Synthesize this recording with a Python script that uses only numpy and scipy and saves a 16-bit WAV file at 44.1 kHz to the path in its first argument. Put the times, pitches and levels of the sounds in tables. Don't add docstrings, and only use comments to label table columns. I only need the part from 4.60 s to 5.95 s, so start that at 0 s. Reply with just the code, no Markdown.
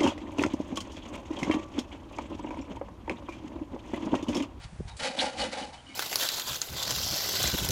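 import sys
import numpy as np
from scipy import signal
from scipy.fft import rfft, irfft, next_fast_len
from scipy.io import wavfile
from scipy.ndimage import uniform_filter1d, map_coordinates

SR = 44100
rng = np.random.default_rng(int(sys.argv[2]) if len(sys.argv) > 2 else 0)


def generate_wav(signal):
    frames = np.transpose(np.atleast_2d(signal))
    scaled = np.clip(frames, -1, 1) * 32767
    pcm = np.round(scaled).astype(np.int16)
    wavfile.write(sys.argv[1], SR, pcm)


N = 59535
TOP_HZ = 10850


def amp(db):
    return 10 ** (np.asarray(db) / 20)


def unit(x):
    return x / np.sqrt(np.mean(x ** 2) + 1e-20)


def even(x, window_samples):
    return x / np.sqrt(np.abs(uniform_filter1d(x ** 2, size=window_samples)) + 1e-12)


def clock():
    return np.arange(N) / SR


def wobble(knots_per_s):
    return map_coordinates(rng.standard_normal(N // 100), [clock() * knots_per_s], mode="wrap")


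def swell(peak_s, rise_s, fall_s):
    t = clock() - peak_s
    return 10 ** np.minimum(t / rise_s, -t / fall_s)


def held(start_s, hold_s, rise_s, fall_s):
    t = clock() - start_s
    return np.clip(t / rise_s, 0, 1) * 10 ** (-np.maximum(t - hold_s, 0) / fall_s)


def filtered(x, response):
    size = next_fast_len(N + SR // 2)
    return irfft(rfft(x, size) * response(np.fft.rfftfreq(size, 1 / SR)), size)[:N]


def shaped(x, response):
    return filtered(x, lambda hz: response(hz) / np.sqrt(np.mean(np.abs(response(hz)) ** 2)))


def colour(x, spectrum):
    knots_hz, db = np.transpose(spectrum)
    return shaped(x, lambda hz: amp(np.interp(np.log(hz + 1), np.log(knots_hz), db)) * (hz < TOP_HZ))


def ring(x, modes):
    return shaped(x, lambda hz: sum(amp(db) * 1j * hz * width / (centre ** 2 - hz ** 2 + 1j * hz * width)
                                    for centre, width, db in modes))


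def air(yard_db=-55.5):
    # (time [s], level [dB])
    draughts = [
        [(0.0, -42), (0.028, -62), (0.054, -38), (0.102, -57.5), (0.138, -36.5), (0.174, -59), (0.2, -34.5),
         (0.214, -37), (0.236, -47), (0.268, -35), (0.288, -49), (0.364, -42.5), (0.39, -83)],
        [(0.39, -69), (0.426, -45), (0.462, -70), (0.57, -81), (0.608, -54), (0.676, -52), (0.702, -67),
         (0.812, -43), (0.93, -63), (1.05, -55), (1.292, -56), (1.308, -72), (1.35, -52)],
    ]
    # (frequency [Hz], level [dB])
    buffet_spectrum = [(20, -28), (40, -13), (62, 0.5), (100, -3.5), (150, -9), (230, -31), (500, -57),
                       (1500, -86)]
    yard_spectrum = [(15, -29), (25, -2), (74, -2), (209, -6), (424, -9), (797, -5.5), (1580, -12.5),
                     (3540, -18), (3820, -20.5), (9490, -23.5), (10500, -31), (13600, -76), (22000, -120)]
    times_s, db = np.vstack(draughts).T
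    rumble = even(colour(rng.standard_normal(N), buffet_spectrum), 1400)
    yard = unit(colour(rng.standard_normal(N), yard_spectrum))
    return amp(np.interp(clock(), times_s, db)) * rumble + amp(yard_db) * yard


def bumps(width_s=.001, rebound_ratio=3, flutter_db=-14):
    # (time [s], level [dB])
    pushes = [(0.163, -39.5), (0.207, -20.5)]
    # (frequency [Hz], level [dB])
    flutter_spectrum = [(40, -15), (150, -10), (280, -12), (450, -17.5), (800, -39), (1500, -90)]
    out = np.zeros(N)
    for at_s, db in pushes:
        widths = (clock() - at_s) / width_s
        push = np.exp(-widths ** 2) - np.exp(-(widths / rebound_ratio) ** 2) / rebound_ratio
        flutter = even(colour(rng.standard_normal(N), flutter_spectrum), 500)
        out += amp(db) * (push + amp(flutter_db) * swell(at_s - .002, .01, .008) * flutter)
    return out


def wall(x, delay_s=.008, t60_s=0.32, level_db=-15):
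    t = np.arange(SR // 2) / SR
    tail = rng.standard_normal(len(t)) * amp(-60 * t / t60_s) * (t > delay_s)
    return amp(level_db) * signal.fftconvolve(x, tail / np.linalg.norm(tail))[:N]


def ash(at_s=0.368, level_db=-45.5):
    # (frequency [Hz], level [dB])
    spectrum = [(500, -35), (3500, -6.5), (4600, -2), (5800, -11), (7500, -1), (10500, -11.5)]
    hiss = colour(rng.standard_normal(N), spectrum)
    return amp(level_db) * swell(at_s, rise_s=0.0012, fall_s=0.055) * hiss


def squeaks(slips_per_s=700, scatter=.35):
    # (start [s], hold [s], level [dB], centre [Hz], spread [Hz])
    events = [(0.302, 0.021, -56, 3910, 130), (0.589, 0.014, -26, 3570, 750),
              (0.804, 0.0085, -33.5, 4520, 260), (0.808, 0.031, -38, 3030, 118),
              (1.028, 0.0063, -43, 3050, 121), (1.179, 0.022, -55.5, 3080, 99),
              (1.266, 0.038, -52, 3050, 140), (1.299, 0.028, -53, 2280, 96.4),
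              (1.343, .012, -42.5, 3050, 162)]
    # (frequency [Hz], width [Hz], level [dB])
    edge_modes = [(2190, 22, 0), (2950, 44, 10), (3220, 71, 5), (3406, 38, 5), (3755, 54, 2.5),
                  (4040, 56, 1), (4200, 160, -4.5), (4600, 76, -18)]
    out = np.zeros(N)
    for start_s, hold_s, db, centre_hz, spread_hz in events:
        slip_count = np.cumsum(slips_per_s * np.exp(scatter * wobble(400))) / SR
        slips = unit(np.diff(np.floor(slip_count), prepend=0))
        edge = ring(slips + rng.standard_normal(N), edge_modes)
        tone = filtered(edge, lambda hz: 1 / (1 + ((hz - centre_hz) / spread_hz) ** 4))
        out += amp(db) * held(start_s, hold_s, rise_s=0.00068, fall_s=0.026) * even(tone, 700)
    return out


def grains(cracks_per_s=3500, spread_db=3.5, rub_share=0.43):
    sizes = amp(spread_db * np.minimum(rng.exponential(size=N), 5)) * rng.choice([-1, 1], N)
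    cracks = unit(sizes * (rng.random(N) < cracks_per_s / SR))
    return np.sqrt(1 - rub_share) * cracks + np.sqrt(rub_share) * rng.standard_normal(N)


def hollow(modes, band_hz):
    band = signal.butter(3, band_hz, "band", fs=SR, output="sos")
    return even(signal.sosfilt(band, ring(grains(), modes)), 1400)


def bowl(stroke_force, brush_force, belly_force):
    # (frequency [Hz], width [Hz], level [dB])
    middle_modes = [(508, 15, -7.5), (545.6, 21.4, 3), (620, 86, -8), (762, 40, -3.5), (812, 18, -4.5),
                    (831.3, 21.5, -2.5), (947, 14, -16)]
    upper_modes = [(752, 32, -2.5), (806, 35, -1.5), (873, 30, -6), (922, 22, -4.5)]
    belly_modes = [(221.5, 53, 0.14), (263, 22, 1), (304, 15, -1.2)]
    middle = stroke_force * hollow(middle_modes, band_hz=[456, 931])
    upper = brush_force * hollow(upper_modes, band_hz=[570, 1050])
    belly = belly_force * hollow(belly_modes, band_hz=[186, 325])
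    return amp(.5) * (middle + upper) + amp(-.5) * belly


def grating(force, judder_db=2.04, grit_db=1.5, tool_db=-4):
    # (frequency [Hz], level [dB])
    grit_spectrum = [(100, -19), (170, -8), (300, -24), (400, -19), (600, 2.5), (900, -4), (1100, -4.5),
                     (1700, 0), (2400, -1), (3300, -1), (4600, -3), (6000, -8.5), (8000, -12.5),
                     (10500, -18.5)]
    drive_spectrum = [(600, -29), (1200, 1), (4600, -4.5), (7000, -0.5)]
    # (frequency [Hz], width [Hz], level [dB])
    tool_modes = [(1202, 27, -2), (1405.5, 12, 4.5), (1594, 41, 0), (1837, 12, -4.5), (2033, 35, 1.5),
                  (2242, 96, -1.5), (2397, 60, 1.5), (2595, 25, -2), (2974, 45, 5), (3410, 25, -10),
                  (3796, 51, -1.5), (3860, 63, 0.5), (4154, 65, -2), (4420, 210, -2)]
    crunch = force * amp(judder_db * wobble(130))
    grit = colour(crunch * grains(), grit_spectrum)
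    tool = ring(crunch * colour(grains(), drive_spectrum), tool_modes)
    return amp(grit_db) * grit + amp(tool_db) * tool


def scraping():
    # (time [s], grating [dB], bowl [dB], belly [dB])
    strokes = [
        [(0.385, -62, -76, -62), (0.399, -37, -67, -57), (0.409, -41.5, -38.5, -46.5), (0.427, -41, -44.5, -56),
         (0.449, -33, -33.5, -44), (0.473, -36, -36, -48), (0.505, -48.5, -42.5, -42), (0.535, -49, -43, -68),
         (0.55, -53, -47, -66)],
        [(0.55, -45.5, -33, -49), (0.564, -54, -49.5, -49), (0.58, -38.5, -34.5, -45), (0.602, -39, -48, -36),
         (0.62, -32, -30.5, -45.5), (0.644, -36.5, -30, -35), (0.658, -40, -40.5, -47),
         (0.674, -44, -33, -39.5), (0.73, -54, -52.5, -65)],
        [(0.73, -47.5, -52, -58), (0.746, -51.5, -41.5, -51), (0.774, -50, -43, -49.5),
         (0.788, -38, -44.5, -43), (0.808, -36, -34.5, -41), (0.834, -37.5, -32.5, -45),
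         (0.858, -40.5, -36, -42), (0.894, -52.5, -52, -42), (0.912, -56, -66, -56)],
        [(0.912, -58, -67, -50), (0.924, -42.5, -50, -44), (0.938, -40, -35, -47), (0.958, -46.5, -46.5, -56),
         (0.972, -45, -39, -45)],
        [(0.972, -46, -35.5, -56), (0.982, -42, -37.5, -47), (1.0, -41, -38, -62), (1.014, -46.5, -43.5, -43),
         (1.034, -49, -41, -40), (1.06, -53, -44, -59), (1.084, -56, -51, -48), (1.11, -59.5, -50, -66)],
    ]
    # (time [s], 10 dB rise [s], 10 dB fall [s], grating [dB], bowl [dB], belly [dB])
    brushes = [(0.041, 0.05, 0.023, -52, -58.5, -80), (0.283, 0.0071, 0.024, -49, -55, -76),
               (0.316, 0.021, 0.017, -79, -50, -82), (1.134, 0.01, 0.042, -49.5, -46.5, -57.5),
               (1.299, 0.046, 0.14, -58.5, -68, -50.5)]
    times_s, *levels_db = np.vstack(strokes).T
    stroke_grate, stroke_bowl, stroke_belly = (
        amp(np.interp(clock(), times_s, db, left=-120, right=-120)) for db in levels_db)
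    brush_grate, brush_bowl, brush_belly = sum(
        amp(db)[:, None] * np.sqrt(swell(at_s, rise_s, fall_s)) for at_s, rise_s, fall_s, *db in brushes)
    return grating(stroke_grate + brush_grate) + bowl(stroke_bowl, brush_bowl, stroke_belly + brush_belly)


def scene():
    grill = scraping() + squeaks() + ash()
    return (grill + wall(grill) + air() + bumps())[None]


def record(dry):
    return filtered(dry[0], lambda hz: hz < TOP_HZ)[None]


dry = scene()
out = record(dry)
generate_wav(out)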